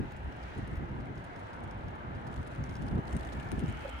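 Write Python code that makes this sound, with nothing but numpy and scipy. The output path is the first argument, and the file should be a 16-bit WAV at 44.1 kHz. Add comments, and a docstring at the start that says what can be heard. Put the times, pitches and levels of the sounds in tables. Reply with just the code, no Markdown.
"""Wind buffets a microphone in an open, snowy park: eddies thump over a fluttering rumble.
Behind it are a broad rush of far wind, a deep drone (perhaps traffic), a faint howl round poles,
a whistle in twigs and the hiss of drifting snow, all shaped noise. Snow grains crack and ring on
the camera case, louder as it turns into the wind. Near the end, wind in trees swells and two soft,
hollow bumps sound."""
import sys
import numpy as np
from scipy import signal
from scipy.fft import rfft, irfft, next_fast_len
from scipy.io import wavfile
from scipy.ndimage import uniform_filter1d, map_coordinates

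SR = 44100
rng = np.random.default_rng(int(sys.argv[2]) if len(sys.argv) > 2 else 0)


def materialize(psi):
    """Save the field psi as 16-bit PCM at rate SR to the path in sys.argv[1].

    A 1-D psi becomes a single channel; in a 2-D psi each row is a channel.
    """
    bounded = np.clip(np.atleast_2d(psi).T, -1, 1)
    quanta = np.round(bounded * 32767).astype(np.int16)
    wavfile.write(sys.argv[1], SR, quanta)


N = 176400

PORT_COHERENCE = [(60, 1), (110, 0.84), (200, 0.099), (400, 1), (1000, 0.12)]  # at the microphone ports: f/Hz, left-right coherence
PORT_LEAD = [(60, 0.35), (150, 0), (250, 0.18), (400, 0.93), (700, 1)]  # at the ports: f/Hz, left lead/rad
FIELD_COHERENCE = [(100, 1), (250, 0.64), (380, 0.12), (520, 0.048), (850, 0.87), (1150, 0.77),
                   (1600, 0.044), (3300, 0.34), (5000, 0.045)]  # sound from afar: f/Hz, left-right coherence
FIELD_LEAD = [(100, -1.2), (250, -0.9), (400, 1.0), (600, -2.08), (900, -1.67), (1150, -3), (1650, -2),
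              (2200, -7.5), (2800, -9.5), (3400, -9.5), (4500, -13)]  # sound from afar: f/Hz, left lead/rad


def amp(db):
    """Decibels to gain."""
    return 10 ** (np.asarray(db) / 20)


def unit(x):
    """Scale to rms 1."""
    return x / np.sqrt(np.mean(x ** 2) + 1e-20)


def along(points, hz):
    """Interpolate (f/Hz, value) rows on a log axis."""
    f, v = np.transpose(points)
    return np.interp(np.log(hz + 1), np.log(f + 1), v)


def response(colour):
    """(f/Hz, gain/dB) rows as a gain function of frequency."""
    return lambda hz: amp(along(colour, hz))


def curve(rows):
    """Interpolate (t/s, value) rows per sample."""
    return np.interp(np.arange(N) / SR, *np.transpose(rows))


def wobble(knots_per_s):
    """Smooth random curve."""
    return map_coordinates(rng.standard_normal(2048), [np.arange(N) * knots_per_s / SR], mode="wrap")


def sides(pan_db):
    """Stereo gains; pan is left minus right."""
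    pan_db = np.atleast_1d(pan_db)
    return amp(np.array([pan_db, -pan_db]) / 2)


def phase_split(lead, hz):
    """Stereo phase factors from (f/Hz, left lead/rad) rows."""
    return np.exp(.5j * np.outer([1, -1], along(lead, hz)))


def resonance(hz, width_oct):
    """Gain function of one peak."""
    return lambda f: 1 / (1 + (np.log2((f + 1) / hz) / width_oct) ** 2)


def filtered(x, gain):
    """Apply a gain function of frequency by FFT."""
    size = next_fast_len(N + 8192, True)
    return irfft(rfft(x, size) * gain(np.fft.rfftfreq(size, 1 / SR)), size)[..., :N]


def air(gain, coherence, lead):
    """Stereo noise, rms 1, of given colour, coherence and phase lead."""
    def mid_side_gain(hz):
        angle = np.arccos(np.clip(along(coherence, hz), -1, 1)) / 2
        return gain(hz) * [np.cos(angle), np.sin(angle)]
    mid, side = filtered(rng.standard_normal((2, N)), mid_side_gain)
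    return unit(filtered(np.array([mid + side, mid - side]), lambda hz: phase_split(lead, hz)))


def field_noise(colour, pan, coherence, lead, patch_db):
    """Distant noise; patches of its spectrum swell and fade."""
    spectra = signal.stft(air(response(colour), coherence, lead), nperseg=1024)[2]
    patches = uniform_filter1d(rng.standard_normal(spectra.shape[1:]), size=7, axis=0)
    patches = unit(uniform_filter1d(patches, size=14, axis=1))
    noise = signal.istft(spectra * amp(patch_db * patches), nperseg=1024)[1][:, :N]
    return filtered(noise, lambda hz: sides(along(pan, hz)))


def puff(centre_s, length_s, db, gain):
    """Noise burst under a Gaussian envelope."""
    bell = np.exp(-2 * ((np.arange(N) / SR - centre_s) / length_s) ** 2)
    burst = unit(bell * air(gain, PORT_COHERENCE, PORT_LEAD))
    return amp(db) * burst * np.sqrt(np.mean(bell ** 2))


def drone():
    """Narrow, deep rumble, perhaps far traffic."""
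    level = [(0, -47.5), (1.5, -62), (2.2, -58), (2.7, -51.5), (3.3, -44.5), (4.0, -45.5)]  # t/s, level/dB
    return amp(curve(level)) * air(resonance(hz=64.7, width_oct=0.19), PORT_COHERENCE, PORT_LEAD)


def far_rush():
    """Steady roar of wind over the open field."""
    level = [(0, -52), (.3, -53), (.6, -52.5), (1.0, -53), (1.55, -51), (1.9, -51), (2.2, -50),
             (2.6, -51.5), (3.15, -49.5), (3.45, -51), (4.0, -53.5)]  # t/s, relative level/dB
    colour = [(30, -9), (100, -6), (250, 2.5), (450, -2.5), (650, 1.5), (850, 0), (1150, -3), (1600, -5),
              (2100, -15.5), (2800, -21), (4000, -34), (7000, -76), (14000, -81)]  # f/Hz, gain/dB
    pan = [(130, 6), (350, -1), (600, -1.5), (1100, -1), (1700, 3), (2300, 0.5), (3000, 12), (5000, 7)]  # f/Hz, pan/dB
    return amp(curve(level) + 5) * field_noise(colour, pan, FIELD_COHERENCE, FIELD_LEAD, patch_db=1.04)


def trees():
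    """Wind in nearby trees: a brighter rush grows as the camera turns to them."""
    level = [(0, -115), (2.9, -89), (3.3, -64), (3.65, -54), (3.85, -49.5), (4.0, -51)]  # t/s, relative level/dB
    colour = [(200, -20), (500, -46), (820, 19.5), (1050, 11.5), (1350, 13), (1700, -24), (2150, 7.5),
              (2700, 3), (3200, -6), (3900, -17), (6000, -38), (12000, -60)]  # f/Hz, gain/dB
    pan = [(1000, -1), (1800, -15), (2150, 15), (2700, -8), (3200, 9), (5000, 21)]  # f/Hz, pan/dB
    left_lead_s = 0.001414
    lead = [(hz, 2 * np.pi * hz * left_lead_s) for hz in range(0, SR // 2, 100)]
    return amp(curve(level)) * field_noise(colour, pan, coherence=[(1, 0.36)], lead=lead, patch_db=3.5)


def wind_tone(track, half_width_hz, pan_db):
    """Narrow noise band gliding along a pitch and level track."""
    s, hz, db = np.transpose(track)
    a, b = filtered(rng.standard_normal((2, 2, N)), lambda f: 1 / (1 + (f / half_width_hz) ** 4))
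    phase = 2 * np.pi * np.cumsum(curve(np.c_[s, hz])) / SR
    band = unit(a * np.cos(phase) + b * np.sin(phase))
    return amp(curve(np.c_[s, db])) * sides(pan_db) * band


def howls():
    """Wind howls round poles and whistles in twigs; pitch goes with wind speed."""
    poles = [(0, 1600, -86), (.55, 1908, -63), (1.0, 1640, -70), (1.35, 1667, -60), (1.48, 1618, -64),
             (1.55, 1485, -54), (1.62, 1516, -73), (1.75, 1707, -65), (2.0, 1682, -65), (2.3, 1510, -75),
             (2.8, 1536, -72), (3.15, 1836, -58), (3.5, 1727, -57), (4.0, 1770, -63)]  # t/s, f/Hz, level/dB
    twigs = [(0, 2500, -68), (.5, 2950, -68.5), (.9, 2600, -82), (3.3, 2900, -109), (3.65, 3000, -64.5),
             (3.85, 3130, -61), (4.0, 3150, -63)]  # t/s, f/Hz, level/dB
    return wind_tone(poles, half_width_hz=95, pan_db=2) + wind_tone(twigs, half_width_hz=230, pan_db=-5)


def drift():
    """Blown snow hissing in slow swells."""
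    level = [(0, -64.5), (.25, -66), (.55, -59.5), (.9, -65.5), (1.1, -65), (1.37, -63.5), (1.8, -64.5),
             (2.3, -64.5), (2.72, -65.5), (3.05, -65.5), (3.5, -62), (4.0, -61)]  # t/s, relative level/dB
    colour = [(300, -78), (1200, 10), (2100, 12.5), (3000, -0.5), (4000, -15.5), (6000, -42), (9500, -26),
              (11500, -30), (13000, -54), (14500, -22), (16000, -35)]  # f/Hz, gain/dB
    pan = [(1500, 4.5), (2200, 1.5), (3200, -5), (5000, -11), (9000, 11)]  # f/Hz, pan/dB
    return amp(curve(level) + 5.5) * field_noise(colour, pan, FIELD_COHERENCE, FIELD_LEAD, patch_db=2.7)


def spray():
    """Fine snow spray in the gusts, to the right."""
    level = [(0, -69), (.15, -70), (.24, -73), (.33, -70.5), (.46, -65), (.6, -65.5), (.75, -72.5),
             (.93, -72), (1.05, -72.5), (1.45, -68.5), (1.62, -72.5), (1.87, -72), (2.08, -72.5),
             (2.3, -71.5), (2.75, -70), (2.95, -74.5), (3.3, -68), (4.0, -67)]  # t/s, level/dB
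    colour = [(2000, -1), (3500, 5), (4500, -1.5), (6000, -6), (9500, -17.5), (13000, -55)]  # f/Hz, gain/dB
    return amp(curve(level)) * sides(pan_db=-10) * air(response(colour), FIELD_COHERENCE, FIELD_LEAD)


def bumps():
    """Two soft, hollow bumps, perhaps a hand on the camera."""
    events = [(3.858, .017, -38, 560), (3.891, .011, -43, 520)]  # t/s, length/s, level/dB, f/Hz
    return sum(puff(s, length_s, db, resonance(hz, width_oct=0.18)) for s, length_s, db, hz in events)


def case_strikes(onset_s, db, hz, pan_db, ring_t60_s, crack_gain):
    """Each grain cracks and rings briefly; the case carries it to both ports."""
    colour = [(300, -15), (1500, 13), (3000, 11.5), (5000, 3), (7000, 3.5), (9700, 3.5), (11500, -6.5),
              (13000, -26), (14700, -5), (16000, -8)]  # case path: f/Hz, gain/dB
    lead = [(3000, 1.5), (6000, 1.36), (9000, -5), (10800, -3), (12800, -24), (14800, -18.5)]  # f/Hz, left lead/rad
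    crack_t60_s = .011
    t = np.arange(SR // 125) / SR
    ring = np.sin(2 * np.pi * hz[:, None] * t) * amp(-60 * t / ring_t60_s[:, None])
    crack = crack_gain * rng.standard_normal(ring.shape) * amp(-60 * t / crack_t60_s)
    grains = (ring + crack) * (sides(pan_db) * amp(db))[..., None]
    index = (onset_s * SR).astype(int)[:, None] + np.arange(len(t))
    hits = np.array([np.bincount(index.ravel(), channel.ravel(), N)[:N] for channel in grains])
    return filtered(hits, lambda f: amp(along(colour, f)) * phase_split(lead, f))


def large_grains():
    """Large snow grains tick on the case, each bursting into three fragments."""
    ticks = [(.11, -61, 7000, -4), (.12, -49.5, 14500, -4), (.165, -54, 7600, -5), (.323, -58, 5800, -14),
             (0.364, -60, 8950, -5), (.43, -55.5, 5060, -11), (.579, -49.5, 8300, -2),
             (.6754, -55, 9100, 11), (.7547, -50, 14500, 0), (.768, -53, 14500, -2),
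             (1.003, -58.5, 4780, -6), (1.175, -54, 5240, -5), (1.2423, -51, 8300, 3),
             (1.3597, -55, 5490, -4), (1.393, -56, 8300, -7), (1.532, -54, 5000, -4), (1.636, -51, 8640, 0),
             (1.7107, -54, 5500, -7), (1.88, -57, 5560, -7.5), (1.954, -57, 9800, 2),
             (2.1508, -57.5, 5200, -7), (2.269, -52.5, 5230, -12), (2.368, -57, 14460, 6),
             (2.4728, -48, 8900, 9), (2.6395, -45.5, 5860, -7.5), (2.695, -47, 5450, -3),
             (2.7314, -57, 6000, -4.5), (2.7543, -43, 5100, -2), (2.766, -50, 5600, -5),
             (2.8222, -51, 9240, 4), (2.883, -52.5, 5040, -13), (3.1283, -45, 7460, 11),
             (3.1665, -42.5, 8630, 14), (3.3996, -46, 2820, 7), (3.5172, -40, 9690, 16),
             (3.5936, -41, 8800, 5.5), (3.604, -56, 9300, 14), (3.681, -50, 7140, -11),
             (3.698, -47, 8900, 6), (3.876, -54, 4570, 10), (3.892, -49.5, 8250, 11)]  # t/s, relative level/dB, ring f/Hz, pan/dB
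    s, db, hz, pan_db = np.transpose(ticks)
    db = db - 6.5
    t60_s, crack_gain, scatter_s = np.full(len(s), 0.0074), .85, .008
    fragment_db = np.minimum(db - 3, -61)
    out = case_strikes(s, db, hz, pan_db, t60_s, crack_gain)
    for _ in range(3):
        delay, detune = rng.uniform(size=(len(s), 2)).T
        fragment_hz = hz * 2 ** ((detune - .5) / 2)
        out += case_strikes(s + scatter_s * delay, fragment_db, fragment_hz, pan_db, t60_s, crack_gain)
    return out


def fine_grains():
    """Fine snow patters on the case in flurries; higher grains lean left."""
    level = [(0, -77), (.7, -75), (.95, -75), (1.38, -72.5), (1.7, -72.5), (2.08, -81.5), (2.3, -64.5),
             (2.47, -63.5), (2.57, -66.5), (2.75, -67), (2.98, -67.5), (3.2, -60.5), (3.6, -64.5),
             (3.85, -62.5), (4.0, -63.5)]  # t/s, level/dB
    grains_per_s, spread_db, flurry_db, t60_cycles = 780, 7.5, 1.3, 26
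    count = int(grains_per_s * N / SR)
    flurries = amp(flurry_db * wobble(knots_per_s=30))
    size, pitch, side = np.clip(rng.standard_normal((count, 3)), -2, 2).T
    hz = 7040 * np.exp(.35 * pitch)
    pan_db = 33 * np.tanh(side + pitch)
    onset_s = rng.uniform(0, N / SR, count)
    patter = case_strikes(onset_s, spread_db * size, hz, pan_db, t60_cycles / hz, crack_gain=.9)
    return amp(curve(level)) * unit(patter * flurries)


def buffeting():
    """Turbulence at the microphone: fluttering rumble plus thumps of single eddies."""
    level = [(0, -28), (.12, -47.5), (.38, -47), (.51, -46), (.58, -39.5), (.87, -40.5), (1.05, -40.5),
             (1.22, -42), (1.35, -46), (1.52, -48.5), (1.65, -45.5), (2.0, -45.5), (2.18, -40.5),
             (2.3, -45), (2.5, -44), (2.72, -43.5), (3.07, -39), (3.3, -44), (3.55, -38.5), (3.72, -40.5),
             (3.82, -45.5), (4.0, -63)]  # t/s, level/dB
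    colour = [(15, -44), (30, -7), (42, -9), (56, 0), (80, -4.5), (130, -4), (250, -11), (400, -16.5),
              (700, -39.5), (2000, -73), (6000, -120)]  # f/Hz, gain/dB
    eddies = [(.005, 0.043, -33, 192), (0.261, 0.056, -37.5, 126), (0.59, 0.017, -36, 280),
              (0.635, 0.021, -34.5, 129), (0.782, 0.019, -33, 112), (1.663, 0.04, -42.5, 200),
              (1.763, 0.03, -41, 151.3), (1.873, 0.076, -41, 171), (2.397, 0.03, -34, 157),
              (2.609, 0.036, -32, 170), (2.84, 0.1, -36, 240), (2.944, 0.036, -30, 243),
              (2.965, 0.032, -31.5, 356), (2.988, 0.012, -25.5, 355), (3.158, 0.019, -29.5, 275),
              (3.536, 0.016, -29.5, 337.6), (3.582, 0.0073, -31, 342), (3.634, 0.028, -29, 343),
              (3.698, 0.019, -30, 197)]  # t/s, length/s, level/dB, upper edge f/Hz
    flutter_db, low_edge_hz, rolloff_order = 2.6, 46, 4.7
    flutter = amp(flutter_db * wobble(knots_per_s=35))
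    rumble = air(response(colour), PORT_COHERENCE, PORT_LEAD)
    out = amp(curve(level)) * unit(flutter * rumble)
    for s, length_s, db, edge_hz in eddies:
        band = lambda hz: (1 - np.exp(-(hz / low_edge_hz) ** 4)) / (1 + (hz / edge_hz) ** rolloff_order)
        out += puff(s, length_s, db, band)
    return out


def scene():
    """Sum at the two microphone ports."""
    wind = howls() + buffeting() + drone() + far_rush() + drift() + spray() + trees()
    return wind + bumps() + large_grains() + fine_grains()


def record(dry):
    """The camera's band limit."""
    return filtered(dry, lambda hz: hz < 15850)


dry = scene()
out = record(dry)
materialize(out)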